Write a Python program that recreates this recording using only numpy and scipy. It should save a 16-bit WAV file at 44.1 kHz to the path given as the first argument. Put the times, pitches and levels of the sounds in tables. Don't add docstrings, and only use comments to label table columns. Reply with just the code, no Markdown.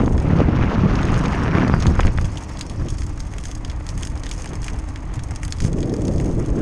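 import sys
import numpy as np
from scipy import signal
from scipy.fft import rfft, irfft, next_fast_len
from scipy.io import wavfile
from scipy.ndimage import uniform_filter1d

SR = 44100
rng = np.random.default_rng(int(sys.argv[2]) if len(sys.argv) > 2 else 0)


def master(y):
    cut = np.clip(np.atleast_2d(y).T, -1, 1)
    pcm = np.round(cut * 32767)
    wavfile.write(sys.argv[1], SR, pcm.astype(np.int16))


N = 291501


def from_db(db):
    return 10 ** (np.asarray(db) / 20)

def unit_rms(x):
    return x / np.sqrt(np.mean(x ** 2) + 1e-20)

def in_time(rows):
    return np.interp(np.arange(N) / SR, *np.transpose(rows))

def drift(hz):
    pole = np.exp(-20 * np.pi * hz / SR)
    slow = signal.lfilter([1], [1, -2 * pole, pole * pole], rng.standard_normal(N // 10 + 4002))[4000:]
    return np.interp(np.arange(N) / 10, np.arange(len(slow)), unit_rms(slow))

def swell(s, length):
    return np.cos(np.pi * np.clip((np.arange(N) / SR - s) / length, -.5, .5)) ** 2

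def butterworth(x, hz, kind, order):
    return signal.sosfilt(signal.butter(order, hz, kind, fs=SR, output="sos"), x)

def colour(x, spectrum):
    size = 2 * next_fast_len(N // 2 + SR // 10)
    hz, level_db = np.transpose(spectrum)
    grid = np.maximum(np.fft.rfftfreq(size, 1 / SR), 1)
    magnitude = from_db(np.interp(np.log(grid), np.log(hz), level_db))
    cepstrum = irfft(np.log(magnitude))
    response = np.exp(rfft(2 * cepstrum[:size // 2], size))
    return unit_rms(irfft(rfft(x, size) * response)[:N])

def resonate(x, hz, width):
    r = np.exp(-np.pi * width / SR)
    feedback = [1, -2 * r * np.cos(2 * np.pi * hz / SR), r * r]
    return signal.lfilter(np.array([1, 0, -1]) * (1 - r * r) / 2, feedback, x)

def add(track, s, sound):
    at = int(np.clip(s * SR, 0, N - 1))
    track[at:at + len(sound)] += sound[:N - at]

def lumpy_noise(spectrum, depth_db, lump_hz, steady_s):
    x = colour(rng.standard_normal(N) * from_db(depth_db * drift(lump_hz)), spectrum)
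    return x / np.sqrt(uniform_filter1d(x * x, int(steady_s * SR) + 1) + 1e-9)


# (time [s], level [dB])
RUMBLE_LEVEL = [(0, -20.5), (0.9, -19.5), (1.3, -23.5), (1.8, -20), (2.0, -17.5), (2.45, -29.5),
                (2.65, -29), (2.95, -26.5), (3.2, -27.5), (3.8, -25.5), (4.45, -26), (5.55, -27.5),
                (5.75, -20.5), (5.95, -28.5), (6.1, -22.5), (6.5, -22), (6.61, -28)]
BUFFET_LEVEL = [(0, -19), (0.17, -20), (0.33, -15.5), (0.7, -21), (1.45, -19.5), (1.6, -22), (1.75, -22),
                (2.05, -26), (2.4, -37.5), (2.85, -36.5), (3.15, -42.5), (4.0, -39.5), (5.58, -42.5),
                (5.68, -26), (5.82, -21.5), (6.3, -22), (6.61, -20)]
RUSH_LEVEL = [(0, -32.5), (0.11, -52.5), (0.3, -32), (0.7, -29.5), (1.25, -29), (1.62, -27.5),
              (1.78, -34.5), (2.02, -34.5), (2.15, -43), (2.27, -41), (2.4, -54), (5.65, -62), (6.3, -49.5),
              (6.61, -47.5)]
# (peak time [s], duration [s], rumble lift [dB], buffet lift [dB], rush lift [dB])
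WIND_GUSTS = [(0.01, 0.069, 3, 4, 3.5), (0.16, 0.045, 6, -1, -6), (0.206, 0.062, 1, -4.5, 4),
              (0.406, 0.077, 3, 3.5, 3), (0.45, 0.043, 4, -3.5, -4.5), (0.506, 0.047, 1, -2, -5.5),
              (0.629, 0.033, 6, 4, 4), (0.72, 0.12, -9, -2.5, 3.5), (0.846, 0.11, 1, 7, -2.5),
              (0.891, 0.049, 0, 0, 4.5), (1.35, 0.1, 2.5, -2, 4), (1.614, 0.21, -4, 4, 2.5),
              (1.828, 0.053, -1, -5, 7), (1.883, 0.12, 9.5, 7.5, 0.5), (2.073, 0.083, 8, 8, 2),
              (2.241, 0.085, 4.5, 8, -15), (2.427, 0.11, -4, -7, -10), (2.808, 0.091, 10, 8, 14),
              (2.868, 0.081, 0, 11.5, 9.5), (2.93, 0.068, 8, 1, 0), (3.032, 0.16, 7.5, 4.5, 0),
              (3.153, 0.069, -3.5, 3, 0), (3.517, 0.11, -2, -13, 2), (3.674, 0.11, 0, 7.5, -2),
              (3.773, 0.064, 4, 6, 0), (3.97, 0.28, 2, 6, 6), (4.128, 0.093, 0.5, 7, -4),
              (4.275, 0.067, 0.5, 1, 0), (4.385, 0.24, -5.5, 3, -2), (4.52, 0.15, -3, 11.5, 14),
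              (4.623, 0.041, 5.5, 6, 0), (4.735, 0.056, -2, 11, 0), (4.92, 0.25, -2, -20, -2),
              (5.101, 0.1, 4, 10, 18), (5.323, 0.054, 5.5, 1, 4), (5.382, 0.083, -4, -4, 0),
              (5.454, 0.1, 8.5, -8, 13), (5.632, 0.15, 9, 5, 15), (5.78, 0.082, 1, -1, -3),
              (6.41, 0.05, 1, -0.5, 5), (6.46, 0.053, -9, -8.5, 5), (6.502, 0.094, 3, -4.5, 6),
              (6.584, 0.051, -10, 3, 7.5)]

def wind_levels():
    lift = sum(np.outer(lifts_db, swell(s, length)) for s, length, *lifts_db in WIND_GUSTS)
    return np.array([in_time(RUMBLE_LEVEL), in_time(BUFFET_LEVEL), in_time(RUSH_LEVEL)]) + lift

def eddying(x, depth_db=2.8, rate_hz=45):
    size = next_fast_len(N)
    hz = np.maximum(np.fft.rfftfreq(size, 1 / SR), 1)
    half_octaves = np.clip(2 * np.log2(hz / 400), 0, 6)
    spectrum = rfft(x, size)
    bands = [irfft(spectrum * np.maximum(1 - abs(half_octaves - k), 0), size)[:N] for k in range(7)]
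    return unit_rms(sum(band * from_db(depth_db * drift(rate_hz)) for band in bands))

# (frequency [Hz], relative level [dB])
RUMBLE_SPECTRUM = [(12, -9), (25, -1.5), (48, 0), (75, -2.5), (110, -7), (160, -14), (260, -38.5),
                   (500, -66.5), (5000, -100)]
SIDE_WIND_SPECTRUM = [(12, -23), (25, -1.5), (48, -2.5), (75, -0.5), (110, -5), (160, -29), (260, -29.5),
                      (500, -70), (5000, -100)]
ROAR_SPECTRUM = [(60, -9), (115, 4.5), (210, -2), (320, 2), (480, -6.5), (620, -10.5), (850, -27),
                 (1500, -40), (4000, -73), (12000, -79)]
BUFFET_SPECTRUM = [(70, -14), (120, 6), (190, 3), (300, -6), (450, -11.5), (650, -18), (1000, -24.5),
                   (2500, -60.5), (12000, -100)]
RUSH_SPECTRUM = [(250, -8), (600, -3.5), (1200, 0.5), (2000, -8), (2800, -13), (3800, -22.5), (6500, -27),
                 (8500, -52), (10000, -39), (12500, -40), (14000, -63)]
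# (time [s], share of power [0-1])
HEAD_ON_SHARE = [(2.76, 0), (2.82, 0.6), (2.88, 0.26), (2.93, 0), (5.65, 0.07), (5.7, 0.4), (5.8, 1),
                 (6.3, 0.5), (6.61, 0.97)]

def wind():
    rumble_db, buffet_db, rush_db = wind_levels()
    in_bend = in_time([(2.05, 1), (2.35, 0)])
    head_on = in_time(HEAD_ON_SHARE)
    slow = lumpy_noise(RUMBLE_SPECTRUM, depth_db=0.5, lump_hz=67, steady_s=0.067)
    side = lumpy_noise(SIDE_WIND_SPECTRUM, depth_db=-1.5, lump_hz=28, steady_s=0.071)
    rumble = np.sqrt(1 - in_bend) * slow + np.sqrt(in_bend) * side
    rumble *= from_db(rumble_db + 1.8 * drift(10.3))
    roar = lumpy_noise(ROAR_SPECTRUM, depth_db=-0.5, lump_hz=150, steady_s=0.09)
    eddies = lumpy_noise(BUFFET_SPECTRUM, depth_db=3.0, lump_hz=52, steady_s=0.037)
    buffet = np.sqrt(1 - head_on) * eddies + np.sqrt(head_on) * roar
    buffet *= from_db(buffet_db + 1.3 * drift(9.2))
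    flutter = unit_rms(from_db(3.0 * np.clip(-eddies, -2, 2)))
    rush = flutter * from_db(rush_db - 0.8 + drift(6.2))
    rush *= eddying(lumpy_noise(RUSH_SPECTRUM, depth_db=1.0, lump_hz=70, steady_s=0.18))
    return rumble + buffet + rush


# (time [s], level [dB])
TYRE_LEVEL = [(2.3, -42.5), (2.46, -41), (2.86, -47), (4.33, -44), (4.52, -41.5), (4.93, -44.5),
              (5.28, -44), (5.58, -45.5), (6.61, -48.5)]
# (frequency [Hz], relative level [dB])
TYRE_SPECTRUM = [(150, -3), (380, 2), (650, 3.5), (950, 3.5), (1450, -5.5), (1850, -4), (2500, -9),
                 (3700, -21), (6000, -24), (11000, -43)]
# (frequency [Hz], bandwidth [Hz], level [dB])
FRAME_MODES = [(263, 16.4, -45), (304.2, 12.3, -43.5), (886, 26, -59), (1133, 150, -53), (1880, 91, -64),
               (2020, 170, -67), (2680, 200, -76.5)]

def rolling(rasp_db=1.0, gain_db=1.0):
    murmur = from_db(in_time(TYRE_LEVEL) + gain_db + rasp_db * drift(20))
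    murmur *= lumpy_noise(TYRE_SPECTRUM, depth_db=3.0, lump_hz=47, steady_s=0.22)
    hum = sum(from_db(db) * unit_rms(resonate(rng.standard_normal(N), hz, width))
              for hz, width, db in FRAME_MODES)
    return murmur + hum


# (frequency [Hz], bandwidth [Hz], gain [dB])
HOUSING_MODES = [(3360, 200, 1), (6456, 150, 6)]

def housing(x):
    return x + sum(from_db(db) * resonate(x, hz, width) for hz, width, db in HOUSING_MODES)

# (time [s], level [dB])
CRUNCH_LEVEL = [(0, -55), (0.25, -56), (0.5, -67), (0.85, -64), (1.18, -47.5), (1.55, -58), (2.0, -50.5),
                (2.6, -50.5), (2.78, -56.5), (3.8, -56.5), (4.7, -56.5), (5.05, -57), (5.4, -54.5),
                (5.9, -54), (6.3, -49), (6.61, -55)]
# (centre time [s], duration [s], lift [dB])
GRAVEL_PATCHES = [(2.988, 0.52, 8), (3.492, 0.24, 10.5), (3.89, 0.19, 10), (4.037, 0.29, 8.5),
                  (4.414, 0.44, 10.5), (4.66, 0.25, 12), (4.867, 0.25, 6.5), (5.148, 0.087, 8.5),
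                  (5.635, 0.21, 13)]
# (frequency [Hz], relative level [dB])
GRIT_SPECTRUM = [(900, -12), (1800, 0.5), (2700, -1), (3800, -6.5), (5000, 3), (7000, 1.5), (9500, -1.5),
                 (10800, -2), (13000, -7), (15000, -44)]

def grit(per_s=170, clump_db=2.0, spread_db=5.5, crumble_s=0.0018, sand=0.4, ring_db=-14, gain_db=1.83):
    cracks = rng.random(N) < per_s * from_db(clump_db * drift(40)) / SR
    sizes = from_db(spread_db * np.minimum(rng.exponential(1, N), 3.2))
    power = signal.lfilter([1], [1, -np.exp(-1 / (crumble_s * SR))], cracks * sizes ** 2 + 1e-12)
    bursts = (unit_rms(np.sqrt(power)) + sand) * rng.standard_normal(N)
    crunch = unit_rms(housing(colour(bursts, GRIT_SPECTRUM)))
    ring = from_db(ring_db) * unit_rms(resonate(rng.standard_normal(N), HOUSING_MODES[-1][0], width=170))
    level_db = in_time(CRUNCH_LEVEL) + sum(db * swell(s, length) for s, length, db in GRAVEL_PATCHES)
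    return from_db(level_db + gain_db + 2.0 * drift(23)) * (crunch + ring)


def spatter(until_s=2.1, per_s=45, over_rush_db=9.5, spread_db=2, thud_hz=260, crack_hz=1480):
    slots = np.arange(0, until_s, 1 / per_s)
    timing, strength, octaves = rng.uniform(-1, 1, (len(slots), 3)).T
    s = np.abs(slots + timing / per_s)
    rush_db = wind_levels()[2][(s * SR).astype(int)]
    crack_db = rush_db + over_rush_db + spread_db * strength
    thud_db = crack_db + 1.5
    pitch = 2 ** (.5 * octaves)
    return np.column_stack([s, thud_db, thud_hz * pitch, crack_db, crack_hz * pitch])

# (time [s], thud level [dB], thud frequency [Hz], crack level [dB], crack frequency [Hz])
EDDY_SLAPS = [(0.004, -10, 301.8, -5, 810), (0.019, -9, 260, -10, 1000), (0.034, -3, 382, -6, 600),
              (0.079, -28, 230, -1.5, 800), (0.109, -8.5, 397, -11, 800), (0.394, -5, 480, -10, 800),
              (0.4025, -2, 450, -1, 950), (0.4158, 2, 276, 0, 550), (0.487, -1, 213.8, -5, 750),
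              (0.593, -8, 250, -9, 1000), (0.6225, -17, 249, -9, 1290), (0.636, -10, 251.6, -9, 1700),
              (0.732, -10, 398, -15, 800), (1.551, -6, 174, -4, 1620), (1.583, -7, 281, -1.5, 1210),
              (1.606, -10, 250, -12, 1200), (1.6205, -11, 249, -9, 1940), (1.636, -5, 250, -13, 1420),
              (1.6476, -6.5, 250, -9, 1920), (1.6975, -2.5, 213, -0.5, 1120), (1.739, -1.5, 123, 2, 1210),
              (1.8575, -12, 250, -3, 1190), (1.8805, -6, 95.5, -22, 1000), (1.9625, -17, 200, -12, 1400),
              (1.9931, -29, 195.8, 1, 1100), (1.9969, -12, 310, 5, 1010), (2.0501, 1, 83, -9, 1370),
              (2.079, -27, 150, -8, 2100), (2.1856, -8, 78.4, -3.5, 1630), (5.6475, -3.5, 136, -18, 1100),
              (5.683, -13, 220, -14, 700), (5.744, -14, 220, -22, 700)]

def slaps(thud_cycles=0.79, crack_s=0.00035, soft_hz=2700, gain_db=-0.5):
    out, t = np.zeros(N), np.arange(SR // 16) / SR
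    for s, thud_db, thud_hz, crack_db, crack_hz in [*EDDY_SLAPS, *spatter()]:
        thud = from_db(thud_db) * np.sin(2 * np.pi * thud_hz * t) * np.exp(-t * thud_hz / thud_cycles)
        crack = from_db(crack_db) * np.sin(2 * np.pi * crack_hz * t) * np.exp(-t / crack_s)
        add(out, s, crack - thud)
    return from_db(gain_db) * butterworth(out, soft_hz, "low", order=3)


# (time [s], body level [dB], knock re body [dB],
# body's upper re lower band [dB], top re body [dB], ring frequency [Hz])
STONE_IMPACTS = [(0.0597, -38, -13, 2, -23, 5270), (0.1786, -37, 2, -1, -13, 5400),
                 (0.1998, -39.5, -18, 2, -11, 5370), (0.955, -32, -6.5, 1, -33, 4900),
                 (1.0297, -33.5, -6, -4, -21, 3400), (1.0521, -37, -14, 0, -8, 5200),
                 (1.1415, -33.5, -3, -2, -21, 4196), (1.1815, -38, -10, 10, -17, 5600),
                 (1.257, -31.5, -5, -2, -28, 5100), (1.2818, -40, -10, 4, -18, 5200),
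                 (1.434, -37, 0, 5, -9, 5600), (1.6782, -35, -5, -3, -15, 4800),
                 (1.8028, -32, -18, 3, -14, 5300), (1.8231, -27.5, -9, 1, -15, 5560),
                 (1.8671, -26, -7, -2, -15, 4620), (1.9524, -41, -10, 5, -7, 4900),
                 (2.0056, -30.5, 5, -2, -10, 3400), (2.0315, -37, 7, -18, -26, 3000),
                 (2.0497, -41, -1, -9, -21, 4500), (2.0685, -31.5, 1.5, -2, -16, 3600),
                 (2.1752, -36.5, 0, -6, -14, 3500), (2.2118, -38, -14, 4, -7, 5400),
                 (2.245, -39, -10, -4, -16, 2780), (2.372, -31.5, -22, -4.5, -17, 3100),
                 (2.4927, -44, -12, -4, -7, 5000), (2.5714, -39, -9, -4, -15, 5600),
                 (2.5919, -35, -15, 6, -7, 5650), (2.6104, -25.5, -12, -4, -9, 4850),
                 (2.665, -41, -18, 11, -5, 5300), (2.6971, -35.5, -18, -1, -6.5, 5500),
                 (2.8846, -35.5, -10, 1.5, -12, 3300), (2.9029, -35.5, -18, 12, -12, 5630),
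                 (2.983, -40, -14, 0, -8, 5400), (3.019, -37.5, 0.5, 4, -12, 5000),
                 (3.1759, -44, 0, 6, -6, 5200), (3.203, -33, -8.5, 5, -9, 5130),
                 (3.3368, -41.5, 3, 3, -5, 2500), (3.3832, -36.5, -1.5, 1, -3.5, 3200),
                 (3.4377, -37.5, -6, 4, -4, 5600), (3.454, -31.5, -8, 6, -12, 3280),
                 (3.5135, -34.5, -12, 5, -8, 3200), (3.5506, -35.5, -17, 9, -5, 4900),
                 (3.648, -32.5, -10, -1, -12, 4800), (3.6983, -34.5, -5, 0, -15, 3430),
                 (3.7151, -43, -2, -2, -12, 5000), (3.866, -37.5, -5, 2, -5, 5700),
                 (3.8896, -31.5, -13, 5, -10, 4250), (3.977, -38.5, -3, 8, 0, 2700),
                 (4.0316, -29, -7, 0, -10, 3300), (4.0506, -33.5, -8, 10, -3, 5500),
                 (4.0714, -35.5, -5, 3, -5, 3400), (4.1752, -41.5, -8, 3, -9, 5200),
                 (4.2343, -34.5, -6, 2, -9, 4400), (4.2648, -33.5, -2.5, -1, -12, 3330),
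                 (4.2908, -38, -7, -3, -2, 4800), (4.3128, -28.5, -8, 1.5, -9, 2640),
                 (4.3363, -38, -13, 11, -7, 5600), (4.3786, -40, -18, 15, -8, 5400),
                 (4.42, -36, -16, 13, -7, 4900), (4.443, -42, 2, 2, -1, 2700),
                 (4.458, -38.5, 1.5, 6, -6, 4500), (4.474, -38, -14, 3, -19, 5300),
                 (4.5328, -40, -6, 1, -5, 2500), (4.554, -38.5, -6, 12, -4, 4800),
                 (4.6181, -40, -14, 16, -7, 5600), (4.63, -40.5, -1, -2, -12, 5400),
                 (4.6724, -42, -5, 7, -13, 5000), (4.6815, -33, 2, -3, -10, 2500),
                 (4.6995, -41, -1, 6, -7, 5000), (4.763, -51, -13, 6, -7, 5500),
                 (4.7874, -43.5, -8, 9, -1, 5500), (4.8874, -44.5, -10, 6, -2, 5500),
                 (4.959, -38, 0.5, -2, -12, 3400), (5.1923, -39, 0, -1, -10, 3850),
                 (5.2355, -37, -16, 11, -2, 5640), (5.3085, -39, -1.5, 11, -3, 5630),
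                 (5.3593, -33.5, -7, 6, -6, 5500), (5.4317, -37, 6, 11, 0, 2980),
                 (5.4499, -35.5, -8, 1, -1, 4900), (5.4793, -39, -8, 1, -2, 3400),
                 (5.506, -41, -18, 10, -1, 5400), (5.5234, -24.5, -10.5, 1.5, -11, 4300),
                 (5.5849, -42, -7, -1, -8, 5000), (5.603, -31, -3, 5, -8, 5000),
                 (5.6214, -35.5, -9, 3, -7, 5200), (5.6492, -37, 0, 1, -7, 5000),
                 (5.73, -38, -13, 5, -5, 5370), (5.7834, -48, 3, -3, -9, 2600),
                 (5.805, -38, -14, 7, -8, 5400), (5.829, -34.5, -5, -4, -12, 5270),
                 (5.8742, -50, -16, 10, -6, 5500), (5.895, -39, -17, 2, -12, 5400),
                 (5.9273, -47, -14, 10, -6, 5500), (5.9384, -35.5, -3.5, 8, -8, 5400),
                 (5.9649, -41.5, -12, 3, -4, 5200), (6.0524, -37, -13, 7, -8, 5600),
                 (6.0706, -42, -12, 10, -5, 5400), (6.0813, -35, -9, 0, -13, 4800),
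                 (6.1808, -38, -12, 3, -14, 5370), (6.1998, -42, 6, 0, -4, 2530),
                 (6.3124, -44, -13, 8, -10, 3700), (6.3988, -43, -3, 15, -2, 5630),
                 (6.5023, -47, -10, 16, -4, 5200)]

def stones(click_db=11.0, ring_db=3, top_lift_db=0.5, crack_s=0.0005, crumble_s=0.0036, scatter_s=0.016):
    out, t = np.zeros(N), np.arange(SR // 16) / SR
    envelope = np.exp(-t / crack_s) + from_db(-6.5) * np.exp(-t / crumble_s)
    envelope += from_db(-19.5) * np.exp(-t / scatter_s)
    bands_hz = [1250, 2300], [2700, 5080], [5000, 6800], [7400, 11800]
    band_energy = 0.0052 * SR
    for s, db, knock_db, bright_db, top_db, hz in STONE_IMPACTS:
        snap = from_db(click_db) * (t == 0) + envelope * rng.standard_normal(len(t))
        burst = housing(snap + from_db(ring_db) * resonate(snap, hz, width=800))
        bands = [butterworth(burst, edges, "band", order=3) for edges in bands_hz]
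        knock, lower, upper, top = [band * np.sqrt(band_energy / np.sum(band ** 2)) for band in bands]
        body = (lower + from_db(bright_db) * upper) / np.hypot(1, from_db(bright_db))
        impact = body + from_db(knock_db) * knock + from_db(top_db + top_lift_db) * top
        add(out, s, from_db(db) * impact)
    return out


# (frequency [Hz], bandwidth [Hz], level [dB])
RATTLE_MODES = [(4360, 45, -67), (4900, 50, -59.5), (5300, 50, -65), (5500, 45, -58), (5870, 45, -61)]

def rattle(peak_s=2.03, lasts_s=4.1, per_s=90, spread_db=5.0):
    out = np.zeros(N)
    for hz, width, db in RATTLE_MODES:
        touches = (rng.random(N) < per_s / SR) * from_db(spread_db * rng.standard_normal(N))
        out += from_db(db) * unit_rms(resonate(touches + 1e-18, hz, width))
    return out * swell(peak_s, lasts_s)


# (time [s], level [dB], frequency [Hz], time to decay by 60 dB [s])
METAL_PINGS = [(1.731, -41, 4820, 0.18), (1.745, -56, 4430, .3), (1.985, -44, 4980, 0.2)]

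def pings(width_hz=60):
    out, t = np.zeros(N), np.arange(SR // 2) / SR
    for s, db, hz, t60 in METAL_PINGS:
        chatter = unit_rms(resonate(rng.standard_normal(SR), hz, width_hz)[-len(t):])
        add(out, s, from_db(db - 60 * t / t60) * chatter)
    return out


def scene():
    return (wind() + slaps() + rolling() + grit() + stones() + pings() + rattle())[None]

def record(dry, edge_hz=9680, shelf_db=-16, cutoff_hz=13800):
    below = butterworth(dry, edge_hz, "low", order=16)
    above = butterworth(dry, edge_hz, "high", order=16)
    low_pass = signal.cheby1(10, .3, cutoff_hz, fs=SR, output="sos")
    return signal.sosfilt(low_pass, below + from_db(shelf_db) * above)


dry = scene()
out = record(dry)
master(out)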